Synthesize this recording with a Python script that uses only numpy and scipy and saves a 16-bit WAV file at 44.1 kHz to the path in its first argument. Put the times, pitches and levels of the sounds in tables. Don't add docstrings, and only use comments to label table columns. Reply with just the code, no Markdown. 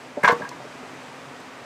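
import sys
import numpy as np
from scipy import signal
from scipy.io import wavfile
from scipy.ndimage import uniform_filter1d

SR = 44100
rng = np.random.default_rng(int(sys.argv[2]) if len(sys.argv) > 2 else 0)


def invert_db(x):
    u = np.asarray(x, float) / 20
    return 10 ** u


def log_audio(samples):
    frames = np.atleast_2d(samples).T
    limited = np.clip(frames, -1, 1)
    pcm = np.round(limited * 32767).astype(np.int16)
    wavfile.write(sys.argv[1], SR, pcm)


N = 72765


def unit(x):
    return x / np.sqrt(np.mean(x ** 2))


def band(x, hz, width):
    return signal.lfilter(*signal.iirpeak(min(hz, 0.42 * SR), hz / min(width, SR / 4), fs=SR), x)


def walk(rate):
    hold = int(SR / rate)
    steps = np.repeat(rng.standard_normal(N // hold + 1), hold)
    return 1.06 * uniform_filter1d(uniform_filter1d(steps, hold), hold)[:N]


# f/Hz, level per Hz/dB
RUSH_SPECTRUM = [(30, -51), (100, -21), (300, -9), (900, -6.5), (2300, -12.5), (3300, -20), (8500, -26.5),
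                 (15500, -45)]


def turbulence():
    swell_db, flicker_db = 0.4, 0.6
    out, swell = 0, walk(3.5)
    spectrum_hz, spectrum_db = np.array(RUSH_SPECTRUM).T
    for hz in 30 * 2 ** np.arange(0, 9.1, 1 / 3):
        db = np.interp(np.log(hz), np.log(spectrum_hz), spectrum_db)
        db = db + swell_db * swell + flicker_db * walk(14)
        noise = band(band(rng.standard_normal(N), hz, hz / 3), hz, hz / 3)
        out = out + invert_db(db) * noise
    return unit(out)


def bubbles():
    decay_cycles = 3.3
    out, t = np.zeros(N + SR), np.arange(SR // 16) / SR
    for when, pitch, size in rng.random((240, 3)):
        hz, i = 350 * 2 ** (2.4 * pitch), int(when * N)
        chirp = np.sin(2 * np.pi * hz * t * (1 + 0.0215 * hz * t))
        out[i:i + len(t)] += invert_db(10 * size) * chirp * np.exp(-t * hz / decay_cycles)
    return unit(out[:N])


# f/Hz, width/Hz, level/dB
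HOLLOW_MODES = [(136.8, 27, -54), (260, 16.4, -49.5), (500, 97, -52), (695, 30, -60.5)]


def hollow():
    boom = 0
    for hz, width, db in HOLLOW_MODES:
        boom = boom + invert_db(db + 0.49 * walk(5.4)) * unit(band(rng.standard_normal(N), hz, width))
    return boom


# t/s, level/dB
RIVER_LEVEL = [(0, -42), (.15, -44), (.36, -39), (.5, -42), (.9, -41.5), (1.65, -42.5)]


def river():
    bubble_db = -14.5
    t, db = np.array(RIVER_LEVEL).T
    level_db = np.interp(np.arange(N) / SR, t, db)
    water = turbulence() + invert_db(bubble_db) * bubbles()
    return invert_db(level_db) * water + hollow() * invert_db(level_db - level_db.mean())


def overhang(x):
    echo_db, t60_s, centre_hz = -15, 0.12, 1800
    t = np.arange(SR // 3) / SR
    tail = band(rng.standard_normal(len(t)), centre_hz, 2 * centre_hz)
    tail = tail * np.exp(-np.log(1000) * t / t60_s) * (t > 0.004)
    return invert_db(echo_db) * signal.fftconvolve(x, tail / np.sqrt(np.sum(tail ** 2)))[:N]


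# t/s, level/dB, centre f/Hz, fade/s
SPLINTERS = [(0.231, -40.5, 8640, .003), (.233, -40, 3600, 0.0024), (.244, -31, 3380, 0.0029),
             (0.25, -40, 5500, 0.0054), (0.27, -55, 7500, .004), (0.274, -28, 3430, 0.0043),
             (0.285, -44.5, 4300, 0.0045), (0.298, -40, 3900, .006), (0.314, -45, 5100, .004),
             (.316, -49, 13500, 0.0039), (.372, -65, 13000, .003), (.396, -53, 4500, .002),
             (.426, -63, 13000, 0.006), (.4895, -36.5, 5300, 0.0012), (1.401, -52, 5900, 0.0018)]


def cracks():
    relative_width, grit_db = 0.75, 3
    out, t = np.zeros(N + SR), np.arange(SR // 12) / SR
    noises = rng.standard_normal((len(SPLINTERS), len(t)))
    for (s, db, hz, fade), noise in zip(SPLINTERS, noises):
        burst = unit(band(band(noise, hz, relative_width * hz), hz, 2 * hz))
        grit = unit(uniform_filter1d(noise[::-1], size=40))
        envelope = 2 * (t / fade) ** 2 * np.exp(-t / fade)
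        i = int(s * SR)
        out[i:i + len(t)] += invert_db(db) * burst * invert_db(grit_db * grit) * envelope
    return out[:N]


def fibre_knock(noise, hz, spread):
    grain_db, fade_s, top_hz = -13, 0.016, 2370
    t = np.arange(len(noise)) / SR
    rough = band(band(noise, hz, spread * hz), hz, 2 * hz)
    rough = signal.sosfilt(signal.butter(4, top_hz, fs=SR, output="sos"), rough)
    return invert_db(grain_db) * spread ** 2 * unit(rough) * np.exp(-t / fade_s)


def wood(pitches, modes, blows):
    spot_db = 0.8
    hz = np.array(pitches)[:, None]
    db, t60 = np.array(modes).T[:, :, None]
    out, t = np.zeros(N + SR), np.arange(SR // 3) / SR
    chance = rng.standard_normal((len(blows), 2, len(modes), 1))
    noises = rng.standard_normal((len(blows), len(t)))
    for (s, blow_db, blow_hz, spread, contact), (spot, turn), noise in zip(blows, chance, noises):
        gain = invert_db(db - 5.6 * (np.log2(hz / blow_hz) / spread) ** 2 + spot_db * spot)
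        decay = np.exp(-np.log(1000) * t / t60)
        ring = gain * decay * np.sin(2 * np.pi * hz * t + 1.02 * turn)
        rise = np.sin(np.pi / 2 * np.clip(t / max(contact, 2e-4), 0, 1)) ** 2
        knock = ring.sum(axis=0) + fibre_knock(noise, blow_hz, spread)
        i = int(s * SR)
        out[i:i + len(t)] += invert_db(blow_db) * rise * knock
    return out[:N]


LOG_PITCHES = [130, 232, 477, 640, 720, 905, 1046, 1131, 1165, 1519, 1612, 1772, 2165, 2540]
# level/dB, t60/s
LOG_MODES = [(-24, 0.076), (2.5, 0.041), (-2, 0.26), (-1, 0.071), (-3, 0.08), (-8, 0.21), (7.5, 0.039),
             (-0.5, 0.13), (-4, 0.059), (5, 0.043), (0.5, 0.031), (-5, 0.071), (-7, 0.071), (-26, .05)]
# t/s, level/dB, favoured f/Hz, spread/octaves, contact/s
LOG_HITS = [
    (.2715, -9, 1520, 0.13, 0.0083),
    (0.276, -10, 1030, 0.65, 0.0042),
    (.289, -12, 590, 1.27, 0.0092),
    (.303, -18, 1500, 0.66, 0.0017),
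    (0.3079, -13.5, 1135, 0.2, 0.0051),
    (.324, -22, 426, 1.44, 0.0021),
    (.342, -30, 610, 0.78, .003),
    (.362, -42, 840, 0.83, 0.0021),
    (.421, -39.5, 475, 0.33, .004),
]


def log():
    return wood(LOG_PITCHES, LOG_MODES, LOG_HITS)


PLANK_PITCHES = [110, 190, 272, 425, 486, 593, 738, 867]
# level/dB, t60/s
PLANK_MODES = [(-33, 0.18), (4, 0.044), (-3, 0.093), (-2.5, 0.08), (0.5, 0.069), (1, 0.12), (-3.5, 0.077),
               (-6.5, 0.124)]
# t/s, level/dB, favoured f/Hz, spread/octaves, contact/s
PLANK_HITS = [(.1692, -20, 540, 0.58, 0.0023), (.1705, -20.5, 296, 0.44, 0.0047),
              (.183, -41, 580, 0.35, 0.0025), (.2335, -20, 500, 0.52, 0.0045),
              (0.236, -20, 185, .6, 0.0032), (0.263, -27, 210, 0.77, .004), (0.283, -36, 260, 0.77, 0.0017),
              (.323, -23.5, 211, 1, 0.0023), (.398, -37, 510, 1, 0.00067),
              (.408, -32.5, 450, 1.34, 0.00083), (.428, -31, 170, 0.38, 0.0024),
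              (.548, -34, 270, 0.41, 0.0014), (.5975, -29.5, 714, 0.25, 0.0014),
              (.600, -43, 480, 0.17, .002), (.620, -35.5, 736, 0.29, 0.0025),
              (0.642, -31, 390, 0.51, 0.0026), (.811, -42, 745, 0.37, 0.0016),
              (.828, -38.5, 500, 1.9, 0.00066), (.841, -47, 480, 1.3, 0.0034)]


def plank():
    return wood(PLANK_PITCHES, PLANK_MODES, PLANK_HITS)


BILLET_PITCHES = [545, 834, 953, 979, 1080, 1616, 1640, 1695, 1836, 1900, 2100, 2130, 2276, 2520]
# level/dB, t60/s
BILLET_MODES = [(-27, .08), (-12, 0.097), (-13, .08), (1.5, 0.14), (5.5, 0.037), (1.5, 0.06), (-1.5, 0.076),
                (-7, 0.13), (-9, 0.092), (-7, 0.072), (-4.5, 0.1), (-3.5, .06), (-6, 0.057), (-49, 0.027)]
# t/s, level/dB, favoured f/Hz, spread/octaves, contact/s
BILLET_HITS = [(.230, -20, 2100, 1.16, 0.0038), (0.2329, -17.5, 1140, 0.82, 0.0034),
               (0.242, -11.5, 1180, 1.96, 0.0044), (0.251, -20, 1880, 1.44, 0.0018),
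               (.263, -21.5, 1800, 0.36, 0.0025), (.285, -17, 1900, 1.8, 0.0015),
               (0.296, -26, 1850, 0.2, 0.0016), (0.4184, -29, 1635, 0.21, 0.0029),
               (0.422, -30, 950, 0.25, 0.0027), (.439, -30.5, 955, 0.38, 0.0017),
               (0.45, -33, 1610, 0.25, 0.00082), (.454, -36, 975, 0.36, 0.0018),
               (.469, -42, 970, 0.24, 0.0052), (0.5125, -30, 964, .12, 0.0047),
               (.520, -38.5, 2120, 0.26, 0.0027)]


def billet():
    return wood(BILLET_PITCHES, BILLET_MODES, BILLET_HITS)


def scene():
    water = river()
    knocks = cracks() + log() + plank() + billet()
    return (water + knocks + overhang(knocks))[None]


def band_limit(x):
    return signal.sosfilt(signal.butter(12, 15680, fs=SR, output="sos"), x)


def record(dry):
    dip_hz, dip_width_hz, dip = 12200, 7500, 0.61
    lift_hz, lift_width_hz, lift = 13500, 1800, 0.28
    bass_hz, top_hz, limit = 75, 15550, 0.95
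    x = dry - dip * band(dry, dip_hz, dip_width_hz) + lift * band(dry, lift_hz, lift_width_hz)
    x = signal.sosfilt(signal.butter(3, bass_hz, "high", fs=SR, output="sos"), x)
    x = signal.sosfilt(signal.ellip(10, 0.2, 60, top_hz, fs=SR, output="sos"), x)
    x = limit * np.tanh(x / limit)
    return band_limit(x)


dry = scene()
out = record(dry)
log_audio(out)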